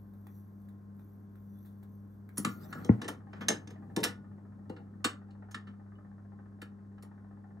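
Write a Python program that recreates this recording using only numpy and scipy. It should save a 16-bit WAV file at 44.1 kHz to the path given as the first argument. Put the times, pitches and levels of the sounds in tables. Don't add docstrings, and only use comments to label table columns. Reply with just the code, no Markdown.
import sys
import numpy as np
from scipy import signal
from scipy.fft import rfft, irfft, next_fast_len
from scipy.io import wavfile
from scipy.ndimage import uniform_filter1d, map_coordinates

SR = 44100
rng = np.random.default_rng(int(sys.argv[2]) if len(sys.argv) > 2 else 0)


def int16_out(signal):
    q = np.round(np.clip(np.atleast_2d(signal).T, -1, 1) * 32767)
    wavfile.write(sys.argv[1], SR, q.astype(np.int16))


N = 335160
TIME_S, HIT_TIME_S = np.arange(N) / SR, np.arange(2 ** 14) / SR
TRIP_S, LIFT_S, RELEASE_S = 2.372, 2.86, 5.04

# start in seconds, then mid ring, cabinet knock, low ring, # high ring
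# and sizzle in relative dB, then contact length in seconds. # The last cam-catch row is a soft tick that falls
PAWL_HITS = [(2.3717, -42.5, -55, -46.5, -41, -51, 0.035), (2.3797, -35, -23, -45.5, -32, -34.5, 0.0072),
             (7.0237, -53, -48, -58, -64, -63, 0.023)]
CATCH_HITS = [(2.4476, -31, -34.5, -29.5, -40.5, -47, 0.0087), (2.726, -47.5, -56, -41, -62.5, -87, 0.016),
              (2.748, -98, -39.5, -49, -92, -92, 0.09), (5.5435, -40.5, -40.5, -38.5, -57, -74, 0.016),
              (5.668, -60.5, -44, -57, -87, -102, 0.047), (6.6165, -45, -47, -50.5, -62.5, -63, 0.0093),
              (6.624, -54.5, -48.5, -52, -72, -75, 0.013), (6.981, -69.5, -53.5, -62, -100, -93, .011)]
LEVER_HITS = [(2.8462, -45, -37, -55.5, -56.5, -78, 0.0076), (3.3303, -51, -47, -50.5, -89, -84, 0.013),
              (3.4066, -46.5, -37.5, -43.5, -75, -67.5, 0.035), (3.4835, -18, -26, -29.5, -32, -43, 0.0089),
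              (3.5025, -39, -37, -31.5, -56, -68, 0.0063), (3.6726, -46.5, -45.5, -59.5, -69, -82, 0.0091),
              (3.7035, -55, -44.5, -57.5, -74, -74.5, 0.015), (5.5097, -54, -67, -61, -65, -70.5, 0.023)]
ARM_HITS = [(3.015, -40, -37.5, -40, -55, -66, 0.021), (3.0414, -48, -38.5, -47, -59, -84, 0.026),
            (3.079, -37, -37.5, -42, -47, -57.5, 0.02), (3.0838, -44.5, -37, -36.5, -50.5, -49, 0.015),
            (3.9627, -30.5, -24.5, -41.5, -41.5, -49.5, 0.011), (4.002, -47.5, -47, -61, -56, -67, 0.017),
            (4.0316, -27, -35, -38, -55, -38.5, 0.016), (4.0379, -22, -31, -30.5, -30, -42, 0.012),
            (4.0441, -31, -39, -30, -43, -43, 0.021)]
LATCH_HITS = [(4.6947, -54, -43, -61, -73, -76, 0.018), (4.7626, -57.5, -50, -55.5, -89, -95, 0.021),
              (5.0429, -23.5, -38.5, -27, -35, -45.5, 0.019), (5.305, -60.5, -55, -81.5, -87.5, -103, 0.02)]
# centre in Hz, width in Hz, level in relative dB.
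PAWL_RING = [(1220, 83, 16), (2980, 200, -6), (4400, 49, -2), (5620, 70, 2), (6300, 140, -7.5),
             (7040, 81.6, 2.5), (8120, 54.8, 3), (9310, 78, 4.5), (10090, 80, 7.5), (10640, 90, 0.5),
             (13940, 500, -15)]
CATCH_RING = [(778, 90, -19.5), (1110, 150, -1.5), (1241, 85, 5.5), (1332, 72, 8), (1704, 90, 5.5),
              (2170, 200, -8), (3000, 160, -3.5), (3720, 320, -12), (4400, 120, -10.5), (5580, 160, -13.5),
              (6840, 140, -9), (8080, 160, -9), (9770, 360, -12)]
LEVER_RING = [(665.2, 33, -6), (1362, 350, -10), (1719, 80, -4), (2166, 350, -9), (3140, 79, -9.5),
              (3310, 260, -7.5), (5300, 80, -3.5), (5903, 140, -11.5), (6384, 150, 1), (8340, 130, -14.5),
              (9000, 100, -6)]
ARM_RING = [(696, 320, -4), (1094, 59, -5.5), (1346, 73, -4.5), (1736, 67, 4.5), (2010, 70, 2),
            (2360, 330, -8.5), (3040, 310, 0.5), (3610, 110, 2.5), (4000, 80, -12.5), (5440, 260, -2),
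            (5950, 98, -6), (6300, 140, -6), (8600, 96, -5.5), (10570, 570, -6)]
LATCH_RING = [(439, 10, 5), (1120, 35, -7.5), (1240, 33, 0.5), (1430, 40, 1.5), (1660, 110, 0),
              (2320, 93, -3.5), (2827, 85, -0.5), (3690, 30, -3.5), (4050, 50, -14), (4360, 70, -11.5),
              (5170, 82, -19), (6970, 110, -10.5), (7950, 61, -4.5)]
PLATE_RING = [(595, 90, 10.5), (801, 110, 13), (1260, 110, 8), (1489, 150, 0.5)]
HOLLOW_ARM_RING = [(450, 380, 0), (807, 201, 1.5), (1670, 800, 0.5)]
# start in seconds, level in dB, hardness in Hz, low cut in Hz.
DECK_BLOWS = [(2.379, -29, 350, 140), (2.393, -28.5, 290, 141), (2.447, -27, 300, 147),
              (2.466, -25.5, 300.5, 141.4), (2.8906, -6.5, 580, 30.3), (3.966, -23.5, 800, 110),
              (4.017, -32, 402, 139), (4.697, -32.5, 1115, 160), (5.052, -28.5, 1005, 330),
              (6.621, -44.5, 1500, 419), (7.033, -49, 1500, 483)]
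# frequency in Hz, level in relative dB, t60 in seconds.
CABINET_MODES = [(115, -7, 0.2), (179.5, -17, 0.087), (202.9, -11, 0.25), (228, 1, 0.06),
                 (284.4, -4.5, 0.058), (305, -25, 0.28), (383.7, -20.5, 0.066), (432, -18, 0.085),
                 (478, -23.5, 0.14), (575, -28.5, 0.07), (683, -33.5, 0.12), (801, -14, 0.022),
                 (925, -33, 0.13), (1050, -29.5, 0.096), (1400, -25, 0.0591), (1972, -6.5, 0.0078)]
# start in seconds, frequency in Hz, level in dB, t60 in seconds.
THIN_TONES = [(2.447, 1402, -45, 0.49), (4.039, 1453, -46.5, 0.47), (5.043, 1360, -52.5, 0.56),
              (5.955, 2974, -67.5, .1)]
# start and slip in seconds, rumble and rub in relative dB.
CAM_STROKES = [(2.452, 2.963, -45, -60.5), (3.312, 3.499, -47.5, -59), (3.686, 3.943, -55, -74)]
# start in seconds, period in seconds.
WHEEL_PERIODS = [(2.645, .06935), (5.417, .0624), (6.041, .0686), (6.384, .0657)]
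# time in seconds, level in relative dB.
SCUFF_FORCE = [(2.65, 7.5), (3.2, 2), (3.85, 4.5), (4.3, -1), (4.95, -2), (5.45, 6.5), (5.72, -3), (6.0, 2),
               (6.8, -5), (7.05, 1.5), (7.6, -0.5)]
# time into the turn and half-width in seconds, hiss boost in dB.
WORN_PATCHES = [(0.15, 0.03, 3), (0.33, 0.087, 10.5), (0.6, 0.043, 7), (1.12, 0.042, 8)]
# start in seconds, tick and pop in relative dB, tick t60 in seconds.
DUST_SPECKS = [(0.136, -69, -60.5, 0.02), (0.268, -54.5, -49, .022), (0.686, -64, -60, 0.039),
               (0.994, -68, -58, .02), (1.355, -68, -60, 0.033), (1.65, -61.5, -60, 0.12),
               (1.828, -61, -60, 0.05), (2.2902, -56.5, -53.5, 0.017)]
# frequency in Hz, level in relative dB.
CAM_RUMBLE_EQ = [(70, -17.5), (140, 0.5), (230, 1), (320, -7.5), (480, -16.5), (800, -20.5), (1500, -55.5)]
CAM_RUB_EQ = [(400, -19), (700, -5.5), (1300, 6), (1850, 0.5), (2400, -10.5), (5000, -23), (7000, -27.5),
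              (12000, -46)]
GROOVE_EQ = [(2700, -19.5), (3200, -18.5), (3480, 4), (3850, -14.5), (4500, -7.5), (5300, -31.5),
             (5880, 3.5), (6400, -11), (9000, -9.5), (11000, -1.5), (12300, 7.5), (14300, 7),
             (15800, -10.5)]
RASP_EQ = [(2000, -34), (4000, 3), (8500, -9.5), (15000, 0)]
DUST_EQ = [(300, 1.5), (1700, 1.5), (2700, -15), (3500, 0.5), (5000, -13.5), (7500, -11), (13000, -3.5),
           (16000, -3)]
ROOM_NOISE_EQ = [(25, -3), (44, -10.5), (56, 6), (80, -4.5), (140, 2), (215, 6), (290, -2.5), (420, -6.5),
                 (900, -14.5), (1600, -19), (2600, -40), (6000, -41), (13300, -48.5), (14500, -60.5)]
# multiple of the magnetic pull rate, rms level in dB.
HUM_HARMONICS = [(1, -53), (2, -53), (3, -69), (4, -75.5)]
# frequency in Hz, t60 in seconds.
ROOM_T60 = [(150, 0.56), (400, 0.087), (1200, 0.27), (2800, 0.19), (7000, 0.17), (14000, 0.14)]
# frequency in Hz, correlation.
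STEREO_LIKENESS = [(100, 1), (290, .85), (640, 0), (3000, 0.13), (7000, 0.97)]
# frequency in Hz, then left lead in radians or left excess in dB.
LEFT_LEAD_RAD = [(100, 0.08), (200, 0.38), (400, 0.46), (690, 1.4), (1120, 1), (1460, 0.8), (2150, -2),
                 (3100, -2.5), (4130, -6.5), (16000, -5.5)]
LEFT_EXCESS_DB = [(100, -0.34), (200, 3), (380, 0.5), (700, 7.5), (1300, 1.5), (2400, -2), (4400, -2),
                  (8000, -3), (15000, 1.5)]
CLICK_BANDS = [(900, 2200), (2500, 7000), (7000, 11000), (11000, 15500)]


def clunks(wet_db=-12, pad_hz=2500):
    out = np.zeros((2, N))
    for start_s, db, hardness_hz, lowest_hz in DECK_BLOWS:
        drive = lambda hz: causal(low_cut(hz, lowest_hz, 3)) * high_cut(hz, pad_hz, 6)
        boom = filtered(cabinet(hardness_hz), drive)
        add(out, start_s, in_room(amp(db) * boom / abs(boom).max(), wet_db, spread=0.97))
    return out


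def cabinet(hardness_hz, travel_s=0.00601, bend_hz=250):
    t = HIT_TIME_S
    ring = sum(amp(db - 60 * t / t60) * np.sin(2 * np.pi * hz * t) for hz, db, t60 in CABINET_MODES)
    push = lambda hz: causal(high_cut(hz, hardness_hz, 1) * low_cut(hz, 100, 3))
    dispersion = lambda hz: np.exp(-4j * np.pi * travel_s * np.sqrt(bend_hz * hz))
    return filtered(ring, lambda hz: push(hz) * dispersion(hz))


def clicks(hits, modes, ring_db, knock_db, crack_db, wet_db, damping_hz, attack_s, lowest_hz):
    out = np.zeros((2, N))
    hz = np.fft.rfftfreq(len(HIT_TIME_S), 1 / SR)
    box = rfft(cabinet(hardness_hz=2487)) * causal(low_cut(hz, lowest_hz, 3) * high_cut(hz, 900, 2))
    band_limit = low_cut(hz, 550, 2) * high_cut(hz, 14500, 12)
    for start_s, mid_db, wood_db, low_db, high_db, sizzle_db, length_s in hits:
        struck = [(centre, width + damping_hz, db + 1.2 * rng.standard_normal())
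                  for centre, width, db in modes]
        steel = causal(resonances(struck, hz) + amp(crack_db))
        ring = rfft(burst(length_s * 2, attack_s)) * steel
        band_eq = []
        for (lo, hi), db in zip(CLICK_BANDS, [low_db, mid_db - 4.5, high_db, sizzle_db]):
            band = irfft(ring * (hz > lo) * (hz < hi))
            band_eq.append((np.sqrt(lo * hi), db - 20 * np.log10(peak_rms(band))))
        click = amp(ring_db) * irfft(ring * causal(amp(along(band_eq, hz)) * band_limit))
        knock = irfft(box * rfft(burst(0.15, attack_s=0.00025)))
        coupling = 1 / (1 + amp(2 * (-48 - wood_db)))
        contact = click + coupling * at_level(knock, wood_db + knock_db)
        add(out, start_s, in_room(contact, wet_db, spread=0.59))
    return out


def pings_and_squeak():
    out, t = np.zeros(N), HIT_TIME_S
    for start_s, hz, db, t60 in THIN_TONES:
        add(out, start_s, amp(db - 60 * t / t60) * np.sin(2 * np.pi * hz * t))
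    return out


def cam(idle_db=-59, rumble_build_db=17, rub_build_db=6.5, slack_db_per_s=108):
    t = TIME_S
    rumble, rub = amp(idle_db) * gate(TRIP_S, RELEASE_S), np.zeros(N)
    for start_s, slip_s, rumble_db, rub_db in CAM_STROKES:
        to_go = np.clip((slip_s - t) / (slip_s - start_s), 0, 1)
        stroke = gate(start_s, t[-1]) * amp(-slack_db_per_s * np.maximum(t - slip_s, 0))
        rumble += stroke * amp(rumble_db + 2 - rumble_build_db * to_go)
        rub += stroke * amp(rub_db - 1 - rub_build_db * to_go)
    return (rumble * amp(wobble(30)) * stereo_noise(CAM_RUMBLE_EQ)
            + rub * amp(4 * wobble(34)) * stereo_noise(CAM_RUB_EQ))


def drive_wheel(tap_db=-72.5, plate_db=-63.5, scatter_db=2, slip_s=0.003, tap_hz=1802, tap_width_hz=190):
    out = np.zeros((2, N))
    starts_s, periods_s = np.transpose(WHEEL_PERIODS)
    turns_per_s = (TIME_S > starts_s[0]) / periods_s[np.searchsorted(starts_s, TIME_S) - 1]
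    turns = np.cumsum(turns_per_s) / SR
    scuffs_s = TIME_S[np.flatnonzero(np.diff(np.ceil(turns)))]
    tap_response = lambda hz: causal(resonances([(tap_hz, tap_width_hz, 0)], hz) ** 2)
    plate_response = lambda hz: causal(resonances(PLATE_RING, hz) * high_cut(hz, 2100, 3))
    for due_s, (late, strength) in zip(scuffs_s, rng.standard_normal((len(scuffs_s), 2))):
        start_s = due_s + slip_s * np.tanh(late)
        force_db = scatter_db * strength + np.interp(due_s, *np.transpose(SCUFF_FORCE))
        tap = at_level(filtered(burst(0.04, attack_s=0.00173), tap_response), force_db + tap_db)
        plate = at_level(filtered(burst(0.036, attack_s=0.0021), plate_response), force_db + plate_db)
        add(out, start_s, in_room(tap, wet_db=-5, spread=0.88))
        add(out, start_s + 0.002036, in_room(plate, wet_db=-0.5, spread=0.63))
    return out


def stylus(hiss_db=-85, pushed_db=-71.5, turn_s=1.333):
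    wear_db = np.zeros(N)
    for centre_s, width_s, db in WORN_PATCHES:
        offset_s = (TIME_S - centre_s + turn_s / 2) % turn_s - turn_s / 2
        wear_db += db * np.exp(-0.5 * (offset_s / width_s) ** 2)
    pressure = amp(hiss_db + wear_db) * gate(0, TRIP_S) + amp(pushed_db) * gate(TRIP_S, LIFT_S)
    slips = rng.standard_normal(N) * amp(4 * wobble(1500) + 1.2 * wobble(120))
    grit = filtered(slips, lambda hz: causal(amp(along(GROOVE_EQ, hz))))
    return pressure * amp(2.8 * wobble(14)) * patchy(np.array([grit, grit]), depth_db=4)


def trip_lever(level_db=-69):
    envelope = amp(level_db + 2.6 * wobble(45.06)) * gate(CAM_STROKES[0][0], LIFT_S)
    return envelope * patchy(stereo_noise(RASP_EQ), depth_db=7.5)


def dust(gain_db=-5.5):
    out = np.zeros((2, N))
    tick_response = lambda hz: causal(amp(along(DUST_EQ, hz)))
    arm_response = lambda hz: causal(resonances(HOLLOW_ARM_RING, hz) ** 2)
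    for start_s, tick_db, pop_db, t60_s in DUST_SPECKS:
        tick = at_level(filtered(burst(t60_s, attack_s=t60_s / 10), tick_response), tick_db)
        pop = at_level(filtered(burst(0.0082, attack_s=0.0005), arm_response), pop_db)
        add(out, start_s, in_room(amp(gain_db) * (tick + pop), wet_db=-4.5, spread=1))
    return out


def motor(pull_hz=99.99, whine_hz=1061, whine_db=-80):
    hum = sum(amp(db + 1.3 * wobble(13)) * np.sin(2 * np.pi * (k * pull_hz * TIME_S + rng.random()))
              for k, db in HUM_HARMONICS)
    whine = amp(1.5 * wobble(5)) * np.sin(2 * np.pi * whine_hz * TIME_S + 0.5 * wobble(4))
    return np.sqrt(2) * (hum + amp(whine_db) * whine)


def in_room(x, wet_db, spread, gap_s=0.0032):
    hz, t, spectra = signal.stft(rng.standard_normal((2, len(x))), SR, nperseg=256)
    decay = amp(-60 * t / along(ROOM_T60, hz)[:, None])
    mid, side = signal.istft(spectra * decay, SR, nperseg=256)[1][:, :len(x)]
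    side = filtered(side, lambda f: spread * np.sqrt(1 - np.clip(along(STEREO_LIKENESS, f), 0, 1)))
    tail = np.array([mid + side, mid - side]) * np.clip(HIT_TIME_S / gap_s - 1, 0, 1)
    tail = signal.sosfilt(signal.butter(2, 330, "highpass", fs=SR, output="sos"), tail)
    return x + amp(wet_db) * signal.fftconvolve(x[None], tail / np.linalg.norm(mid), axes=1)[:, :len(x)]


def stereo_noise(eq):
    def mid_side(hz):
        angle = np.arccos(np.clip(along(STEREO_LIKENESS, hz), -1, 1)) / 2
        return amp(along(eq, hz)) * [np.cos(angle), np.sin(angle)]
    mid, side = filtered(rng.standard_normal((2, N)), mid_side)
    return unit(np.array([mid + side, mid - side]))


def patchy(x, depth_db):
    spectra = signal.stft(x, nperseg=512)[2]
    field = uniform_filter1d(rng.standard_normal(spectra.shape[1:]), size=5, axis=0)
    field = uniform_filter1d(field, size=12, axis=1)
    return unit(signal.istft(spectra * amp(depth_db * unit(field)), nperseg=512)[1][:, :N])


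def burst(t60_s, attack_s):
    t = HIT_TIME_S
    return rng.standard_normal(len(t)) * amp(-60 * t / t60_s) * (1 - np.exp(-t / attack_s))


def wobble(knots_per_s):
    knots = rng.standard_normal(int(N * knots_per_s / SR) + 4)
    return map_coordinates(knots, [TIME_S * knots_per_s])


def gate(start_s, end_s, fade_s=0.02):
    return np.clip(np.minimum(TIME_S - start_s, end_s - TIME_S) / fade_s + 1, 0, 1)


def resonances(modes, hz):
    return np.sqrt(sum(amp(db) ** 2 * (hz * width) ** 2 / ((centre**2 - hz**2) ** 2 + (hz * width) ** 2)
                       for centre, width, db in modes))


def low_cut(hz, corner_hz, order):
    return 1 / np.hypot(1, (corner_hz / (hz + 1)) ** order)


def high_cut(hz, corner_hz, order):
    return 1 / np.hypot(1, (hz / corner_hz) ** order)


def causal(gain):
    cepstrum = irfft(np.log(np.maximum(gain, 1e-6)))
    cepstrum[1:len(cepstrum) // 2] *= 2
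    cepstrum[len(cepstrum) // 2 + 1:] = 0
    return np.exp(rfft(cepstrum))


def filtered(x, response):
    n = x.shape[-1]
    padded = next_fast_len(n + 8192)
    return irfft(rfft(x, padded) * response(np.fft.rfftfreq(padded, 1 / SR)), padded)[..., :n]


def along(points, hz):
    points_hz, values = np.transpose(points)
    return np.interp(np.log(hz + 1), np.log(points_hz + 1), values)


def add(track, start_s, sound):
    part = track[..., max(round(start_s * SR), 0):][..., :sound.shape[-1]]
    part += sound[..., :part.shape[-1]]


def peak_rms(x):
    return np.sqrt(uniform_filter1d(x ** 2, size=256).max() + 1e-20)


def at_level(x, db):
    return amp(db) * x / peak_rms(x)


def unit(x):
    return x / np.sqrt(np.mean(x ** 2) + 1e-20)


def amp(db):
    return 10 ** (np.asarray(db) / 20)


def scene():
    pawl = clicks(PAWL_HITS, PAWL_RING, ring_db=-2.5, knock_db=-14, crack_db=-23,
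                  wet_db=-4.5, damping_hz=59.5, attack_s=0.0019, lowest_hz=197.7)
    cam_catch = clicks(CATCH_HITS, CATCH_RING, ring_db=1, knock_db=-2.5, crack_db=-30,
                       wet_db=-6.5, damping_hz=6.4, attack_s=0.0092, lowest_hz=200.1)
    lever = clicks(LEVER_HITS, LEVER_RING, ring_db=0, knock_db=-4.5, crack_db=-20.5,
                   wet_db=-5, damping_hz=16, attack_s=0.014, lowest_hz=383)
    arm = clicks(ARM_HITS, ARM_RING, ring_db=-1.5, knock_db=-3.5, crack_db=-11.5,
                 wet_db=-6, damping_hz=12, attack_s=0.0041, lowest_hz=420)
    latch = clicks(LATCH_HITS, LATCH_RING, ring_db=-1, knock_db=4.5, crack_db=-21.5,
                   wet_db=-5, damping_hz=25, attack_s=0.0068, lowest_hz=400)
    machine = (pawl + cam_catch + lever + arm + latch + clunks() + pings_and_squeak()
               + drive_wheel() + motor() + cam() + stylus() + trip_lever() + dust())
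    left = lambda hz: amp(along(LEFT_EXCESS_DB, hz) / 2) * np.exp(0.5j * along(LEFT_LEAD_RAD, hz))
    stereo = filtered(machine, lambda hz: np.array([left(hz), 1 / left(hz)]))
    return stereo + amp(-59.5) * stereo_noise(ROOM_NOISE_EQ)


def record(dry):
    bottom_hz, top_hz = 46, 15900
    top = lambda hz: np.clip((top_hz - hz) / 400 + 0.5, 0, 1)
    return filtered(dry, lambda hz: top(hz) * low_cut(hz, bottom_hz, 4))


dry = scene()
out = record(dry)
int16_out(out)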